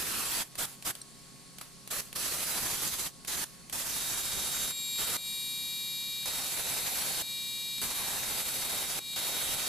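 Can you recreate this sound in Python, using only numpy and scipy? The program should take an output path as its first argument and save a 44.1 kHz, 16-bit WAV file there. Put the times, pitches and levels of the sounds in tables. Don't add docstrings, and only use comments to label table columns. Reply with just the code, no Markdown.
import sys
import numpy as np
from scipy import signal
from scipy.io import wavfile
from scipy.ndimage import uniform_filter1d, minimum_filter1d

SR = 44100
rng = np.random.default_rng(int(sys.argv[2]) if len(sys.argv) > 2 else 0)


def pcm_store(signal):
    levels = np.round(np.clip(np.atleast_2d(signal), -1, 1) * 32767)
    wavfile.write(sys.argv[1], SR, levels.astype(np.int16).T)


N = 426888
T = np.arange(N) / SR

# frequency in Hz, likeness of left and right (clipped to +-1).
STEREO_LIKENESS = [(25, -1.5), (45, 0.6), (80, 0), (150, 0.58), (500, 0.48), (1500, .5), (3000, .5),
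                   (8000, 0.28), (13000, 0.25)]
# frequency in Hz, left minus right in dB.
STEREO_LEAN = [(30, 1), (200, -1.4), (700, -0.084), (2500, -0.057), (5000, -0.45), (9000, -1.1),
               (14000, -0.86)]
# start and stop in seconds, hiss, roar and rumble in dB,
# rise and fall in seconds, air escaping afterwards in dB against full flow.
CUTS = [(-.1, 0.422, -32, -41.5, -51.5, .005, 0.016, -14.5),
        (0.575, 0.655, -28, -38, -47, 0.02, .002, -8.5),
        (.844, 0.908, -28.5, -37, -51, 0.025, 0.0085, -14.5),
        (1.61, 1.612, -36.5, -43, -62, 0.0036, 0.012, -10),
        (1.902, 2.006, -31.5, -42.5, -54, .011, .004, -8),
        (2.15, 3.07, -30.5, -42.5, -51, 0.011, 0.014, -35),
        (3.271, 3.442, -31.5, -41, -51.5, 0.01, .0035, -12),
        (3.724, 4.711, -33, -45, -52.5, 0.0045, 0.0032, -8),
        (4.976, 5.167, -27.5, -37.5, -47.5, 0.024, .0026, -13.5),
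        (6.256, 7.221, -32.5, -42, -53, .002, 0.0035, -13),
        (7.814, 8.992, -33.5, -42.5, -54, 0.0024, .002, -15),
        (9.16, 9.802, -31, -39.5, -53.5, .002, .003, -26)]
# centre and half-length in seconds, change of hiss, roar and rumble in dB.
BITES = [(0.345, 0.042, 2.5, 0.5, -3), (2.363, 0.057, 0.5, 2, 5), (2.61, 0.15, 1, 4.5, 2),
         (2.984, .09, -1.5, -1.5, 1.5), (3.742, .02, 0.5, 3, 0), (4.356, .07, -0.5, 0.5, 7.5),
         (4.618, 0.054, 2, 1, 1), (6.5, 0.043, -1, -4.5, -9), (7.053, 0.3, 1.5, 1.5, -1),
         (7.837, 0.053, 7, 6, 10), (7.95, 0.029, -0.5, -2.5, -3), (8.74, 0.073, 1.5, 2, 0),
         (9.533, 0.071, 0.5, -2, 9)]
# frequency in Hz, relative density in dB.
HISS_SPECTRUM = [(800, -19.5), (1700, -9), (2400, -3), (3200, 0), (4500, 1), (5600, -0.5), (6500, 1),
                 (7100, 0), (8700, 1), (9700, 1), (11400, 1.5), (13000, 0.56)]
FAR_ROAR_SPECTRUM = [(60, -14), (200, -0.5), (400, 1), (700, -1.5), (1200, 1.5), (1700, 0), (2400, -4.5),
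                     (4500, -33)]
NEAR_ROAR_SPECTRUM = [(60, -13), (200, -3.5), (400, -1), (700, -1), (1000, 1), (1250, -3), (1700, -1.5),
                      (2400, -4.5), (4500, -21)]
RUMBLE_SPECTRUM = [(15, -7), (35, 0), (90, -3.5), (180, -4.5), (300, -11.5), (700, -15.5), (2000, -70)]
# centre and width in Hz, relative level in dB.
NOZZLE_WHISTLES = [(10350, 170, -11.5), (7700, 350, -8.5), (6240, 600, -27)]
# frequency in Hz, level in dB against the hiss.
ARC_TONES = [(7500, -22), (8000, -22), (9000, -24), (10500, -11.5), (11000, -35)]
# start and stop in seconds, centre and width in Hz, boost in dB.
FRAME_HOLLOWS = [(-.1, .5, 1200, 500, 1), (-.1, .5, 2600, 400, 3), (-.1, .5, 4800, 500, 1.5),
                 (2.1, 3.1, 4430, 700, 0.5), (2.6, 4.716, 6260, 600, 3.5), (3.694, 4.75, 1274, 400, 0.5),
                 (9.101, 9.793, 3360, 398, 3.5)]
# time in seconds, left minus right in dB.
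TORCH_PAN = [(0, -1), (2, -1.5), (3.7, -1.7), (4.7, -1.5), (6.3, -1), (7.2, -0.5), (9.68, -1.1)]
# frequency in Hz, level in dB.
HUM_TONES = [(133.2, -64), (166, -67.5), (266.4, -70.5), (301, -76), (398.6, -71.5), (532, -75.5),
             (709.5, -78), (1099.6, -68), (3886, -88), (4285, -70), (4538, -69.5), (7500, -74), (9000, -80),
             (10501, -75), (10717, -71)]
# frequency in Hz, relative density in dB.
FAN_SPECTRUM = [(20, 22), (60, 5), (100, -14), (140, 11.5), (200, 17.5), (260, 7), (400, 2.5), (800, 0),
                (1600, -1), (3000, -1), (4200, 2.5), (6000, 1), (9500, 2.5), (14000, -11)]
# start in seconds, level in dB.
TORCH_CLICKS = [(.554, -32.5), (0.824, -34), (.952, -29), (.985, -52), (1.584, -33.5), (1.875, -32.5),
                (2.128, -32), (3.248, -33.5), (3.697, -32), (4.956, -35.5), (6.229, -35.5), (7.781, -32.5),
                (9.133, -34)]
# frequency in Hz, relative level in dB, seconds to fall by 60 dB.
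STEEL_MODES = [(4177, -4, .02), (4420, -11, .015), (5636, -9, .035), (7499, -17, .03), (8600, 1, 0.023),
               (8790, -6, .014)]
# harmonic number, relative dB in the open, then with the worker crouched close by.
WHINE_HARMONICS = [(2, -29, -31.5), (4, -25, -25), (5, -9, -9), (6, -16, -15), (7, -14, -13.5), (8, 1, 1),
                   (9, -6.5, -5.5), (10, -8.5, -10), (11, -16.5, -16), (12, -22, -27), (13, -15, -15.5),
                   (14, -18, -16.5), (15, -14.5, -18.5), (16, -12, -17), (17, -18, -9), (18, -20, -27),
                   (19, -12, -34), (20, -16, -19), (22, -18, -13), (23, -21, -19), (24, -11, -19),
                   (25, -13.5, -13), (27, -8, -11), (28, -11.5, -21), (29, -21, -24), (30, -28, -26)]
# harmonic number, centre and half-length in seconds, dB change.
HARMONIC_SWELLS = [(16, 4.7, 0.57, 12), (16, 8.4, 1, -10), (16, 9.1, 0.31, 8), (19, 4.8, .2, -8),
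                   (19, 5.4, 0.28, 7), (25, 5.05, .1, 7), (25, 6.8, 0.38, 13), (25, 8.24, 0.44, 13)]
# centre and half-length in seconds, change in dB.
WHINE_SWELLS = [(5.026, .1, 3), (6.5, 0.13, -3.5), (7.097, 0.11, 1.5), (8.199, 0.1, -4.5),
                (8.502, .13, 0.5), (8.972, 0.12, -6)]


def gain_of(db):
    return 10 ** (np.asarray(db) / 20)


def unit_rms(x):
    return x / np.sqrt(np.mean(x ** 2) + 1e-20)


def spectrum(points):
    point_hz, values = np.transpose(points)
    return lambda hz: np.interp(np.log(hz + 1), np.log(point_hz + 1), values)


def wander(rate_hz):
    knots = rng.standard_normal(N // 40)
    return np.interp(T * rate_hz, np.arange(len(knots)), knots) * np.sqrt(3 / 2)


def swell(centre_s, half_s):
    return np.exp(-((T - centre_s) / half_s) ** 2)


def noise(shape_db, patchy_db=0):
    hz = np.fft.rfftfreq(1024, 1 / SR)
    a, b, c, d, patches = rng.standard_normal((5, N // 256 + 5, len(hz)), dtype=np.float32)
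    patches = unit_rms(uniform_filter1d(uniform_filter1d(patches, size=7, axis=0), size=16, axis=1))
    likeness = np.clip(spectrum(STEREO_LIKENESS)(hz), -1, 1)
    left = a + 1j * b
    right = likeness * left + np.sqrt(1 - likeness ** 2) * (c + 1j * d)
    lean = gain_of(np.outer([.5, -.5], spectrum(STEREO_LEAN)(hz)))[:, None]
    frames = np.array([left, right]) * gain_of(shape_db(hz) + patchy_db * patches) * lean
    x = signal.istft(frames.transpose(0, 2, 1), nperseg=1024, noverlap=768)[1][:, :N]
    return x / x.mean(0).std()


def tone(turns, spread):
    return np.sqrt(2) * np.sin(2 * np.pi * (turns + rng.random()) + np.array([[.5], [-.5]]) * spread)


def air_flow(bleed_s=0.048):
    flow = np.zeros(N)
    for start, stop, *_, rise, fall, after_db in CUTS:
        since_stop = np.maximum(T - stop, 0)
        bleed = gain_of(after_db) * np.exp(-since_stop / bleed_s)
        flow += np.clip((T - start) / rise, 0, 1) * np.maximum(np.exp(-since_stop / fall), bleed)
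    return flow


def jet_levels(bite_s=0.18, flare_s=0.011):
    cuts = np.array(CUTS)
    start, stop, *levels_db = cuts[np.searchsorted(cuts[1:, 0], T), :5].T
    shallow_db = -2.5 * np.exp(-np.maximum(T - start, 0) / bite_s)
    flare_db = 1.5 * np.exp(-abs(T - stop) / flare_s)
    bites_db = sum(np.outer(dbs, swell(s, half)) for s, half, *dbs in BITES)
    return np.array(levels_db) + shallow_db + flare_db + bites_db


def sparks(per_s, spread_db, ring_s):
    sizes = gain_of(spread_db * np.minimum(rng.exponential(1, N), 4))
    bursts = sizes * (rng.random(N) < per_s / SR)
    kind = rng.integers(0, 8, N)
    cracks = rng.standard_normal((8, 3, 256)) * np.exp(-np.arange(256) / SR / ring_s)
    cracks = cracks[:, :2] + cracks[:, 2:]
    return unit_rms(sum(signal.oaconvolve((bursts * (kind == k))[None], crack, axes=1)[:, :N]
                        for k, crack in enumerate(cracks)))


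def frame_echo(x, delay_s, share):
    echo_time = T - delay_s * (1 + 0.19 * wander(1.8))
    echo = np.array([np.interp(echo_time, T, channel) for channel in x])
    return (x + share * echo) / np.hypot(1, share)


def nozzle_db(hz):
    return 10 * np.log10(sum(gain_of(db) ** 2 / width / (1 + 2 * ((hz - centre) / width) ** 2) ** 2
                             for centre, width, db in NOZZLE_WHISTLES))


def jet_hiss():
    hiss = noise(spectrum(HISS_SPECTRUM), patchy_db=1.5)
    hiss += gain_of(-18.5) * sparks(per_s=260, spread_db=4.0, ring_s=0.00067)
    hiss = frame_echo(hiss, delay_s=0.000727, share=0.13)
    hiss += gain_of(-14 + 2.0 * wander(13)) * noise(nozzle_db)
    return hiss + sum(gain_of(db + 2.0 * wander(25)) * tone(hz * T, spread=1.0) for hz, db in ARC_TONES)


def steel_roar(cross_s=5.5):
    crossed = np.clip((T - cross_s) * 2, 0, 1)
    far = noise(spectrum(FAR_ROAR_SPECTRUM), patchy_db=1.05)
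    near = noise(spectrum(NEAR_ROAR_SPECTRUM), patchy_db=1.0)
    return frame_echo((1 - crossed) * far + crossed * near, delay_s=0.00133, share=0.21)


def frame_hollows(jet):
    for start, stop, hz, width, db in FRAME_HOLLOWS:
        aimed = np.clip(np.minimum(T - start, stop - T) * 20, 0, 1)
        band = signal.lfilter(*signal.iirpeak(hz, hz / width, SR), jet)
        jet = jet + aimed * (gain_of(db) - 1) * band
    return jet


def torch(flow):
    hiss_db, roar_db, rumble_db = jet_levels()
    flutter, hand = wander(90), wander(32)
    jet = gain_of(hiss_db + 0.81 * flutter + 0.97 * hand) * jet_hiss()
    jet += steel_roar() * gain_of(roar_db + flutter + hand + wander(350))
    jet += gain_of(rumble_db + 2 * hand) * noise(spectrum(RUMBLE_SPECTRUM), patchy_db=0.5)
    mains_throb = 1 + 0.02 * np.sin(2 * np.pi * 60 * T)
    pan_db = np.interp(T, *np.transpose(TORCH_PAN))
    return flow * mains_throb * gain_of(np.outer([.5, -.5], pan_db)) * frame_hollows(jet)


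def machine_hum():
    hum = sum(gain_of(db + 0.62 * wander(5.2)) * tone(hz * T + .07 * wander(5), spread=0.97)
              for hz, db in HUM_TONES)
    return hum + gain_of(-55) * noise(spectrum(FAN_SPECTRUM), patchy_db=1.0)


def torch_clicks(rise_s=0.00085, decay_s=0.0016, leak_s=0.022):
    level = np.zeros(N)
    for start, db in TORCH_CLICKS:
        age = T[T >= start] - start
        snap = np.minimum(age / rise_s, 1) ** 2 * np.exp(-age / decay_s)
        leak = gain_of(-16) * np.exp(-age / leak_s)
        level[T >= start] += gain_of(db) * (snap + leak)
    colour = [(200, 4), (900, 0), (1800, 2), (2600, 5.5), (4000, 5), (6000, 0), (10000, 6), (14000, 0.5)]
    return level * noise(spectrum(colour))


def steel_tink(start_s=1.0155):
    age = np.maximum(T - start_s, 0)
    ring = sum(gain_of(db - 60 * age / t60) * np.sin(2 * np.pi * hz * age) for hz, db, t60 in STEEL_MODES)
    scrape = gain_of(-10) * np.exp(-age / .002) * rng.standard_normal((2, N))
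    return gain_of(-30.5) * np.minimum(age / .0018, 1) * (ring + scrape)


def machine_whine(flow, start_s=3.89, rise_s=0.046, pitch_hz=472, crouch_s=5.9):
    age = np.maximum(T - start_s, 0)
    unsettled = np.exp(-age / .6)
    load = uniform_filter1d(np.minimum(flow, 1), size=3000)
    swells_db = sum(db * swell(s, half) for s, half, db in WHINE_SWELLS)
    level = np.minimum(age / rise_s, 1) * gain_of(-38 + swells_db - 3 * unsettled - 1.5 * load)
    hz = pitch_hz + .12 * age - 2.2 * unsettled
    sag_hz = load * (1.1 + 0.294 * wander(18))
    turns = np.cumsum(hz - sag_hz + 0.12 * wander(60)) / SR
    crouched = np.clip((T - crouch_s) * 2, 0, 1)
    squeal = np.zeros((2, N))
    for k, open_db, crouched_db in WHINE_HARMONICS:
        db = open_db + crouched * (crouched_db - open_db)
        db += sum(change * swell(s, half) for which, s, half, change in HARMONIC_SWELLS if which == k)
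        waver_db = (0.18 + 1.4 * load) * wander(5)
        squeal += gain_of(db + waver_db) * tone(k * turns, spread=0.028 * k)
    colour = [(300, -15.5), (1600, -16.5), (2600, -9), (4200, -2), (6200, -8.5),
              (8300, -0.5), (9600, -7), (10700, 4.0), (12300, -6.5), (14000, -2.0)]
    rasp = gain_of(-6.5) * noise(spectrum(colour), patchy_db=0.5)
    return level * (gain_of([[-2.2], [-3.8]]) * squeal + rasp)


def scene():
    flow = air_flow()
    return torch(flow) + machine_hum() + torch_clicks() + steel_tink() + machine_whine(flow)


def limiter(x, threshold_db, share, recovery_db_per_s):
    power_db = 10 * np.log10(abs(uniform_filter1d((x ** 2).mean(0), size=300)) + 1e-12)
    held_db = -minimum_filter1d(-power_db, size=1501, origin=750)
    recovery_db = T * recovery_db_per_s
    envelope_db = np.maximum.accumulate(held_db + recovery_db) - recovery_db
    over_db = np.maximum(envelope_db - threshold_db, 0)
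    smoothed_db = signal.lfilter([1 / 150], [1, 1 / 150 - 1], over_db)
    return x / gain_of(share * smoothed_db)


def record(dry):
    limited = limiter(dry, threshold_db=-32.5, share=0.61, recovery_db_per_s=110)
    lowpass = signal.firwin(1023, cutoff=14330, window=("kaiser", 9), fs=SR)
    return signal.oaconvolve(limited, lowpass[None], "same")


dry = scene()
out = record(dry)
pcm_store(out)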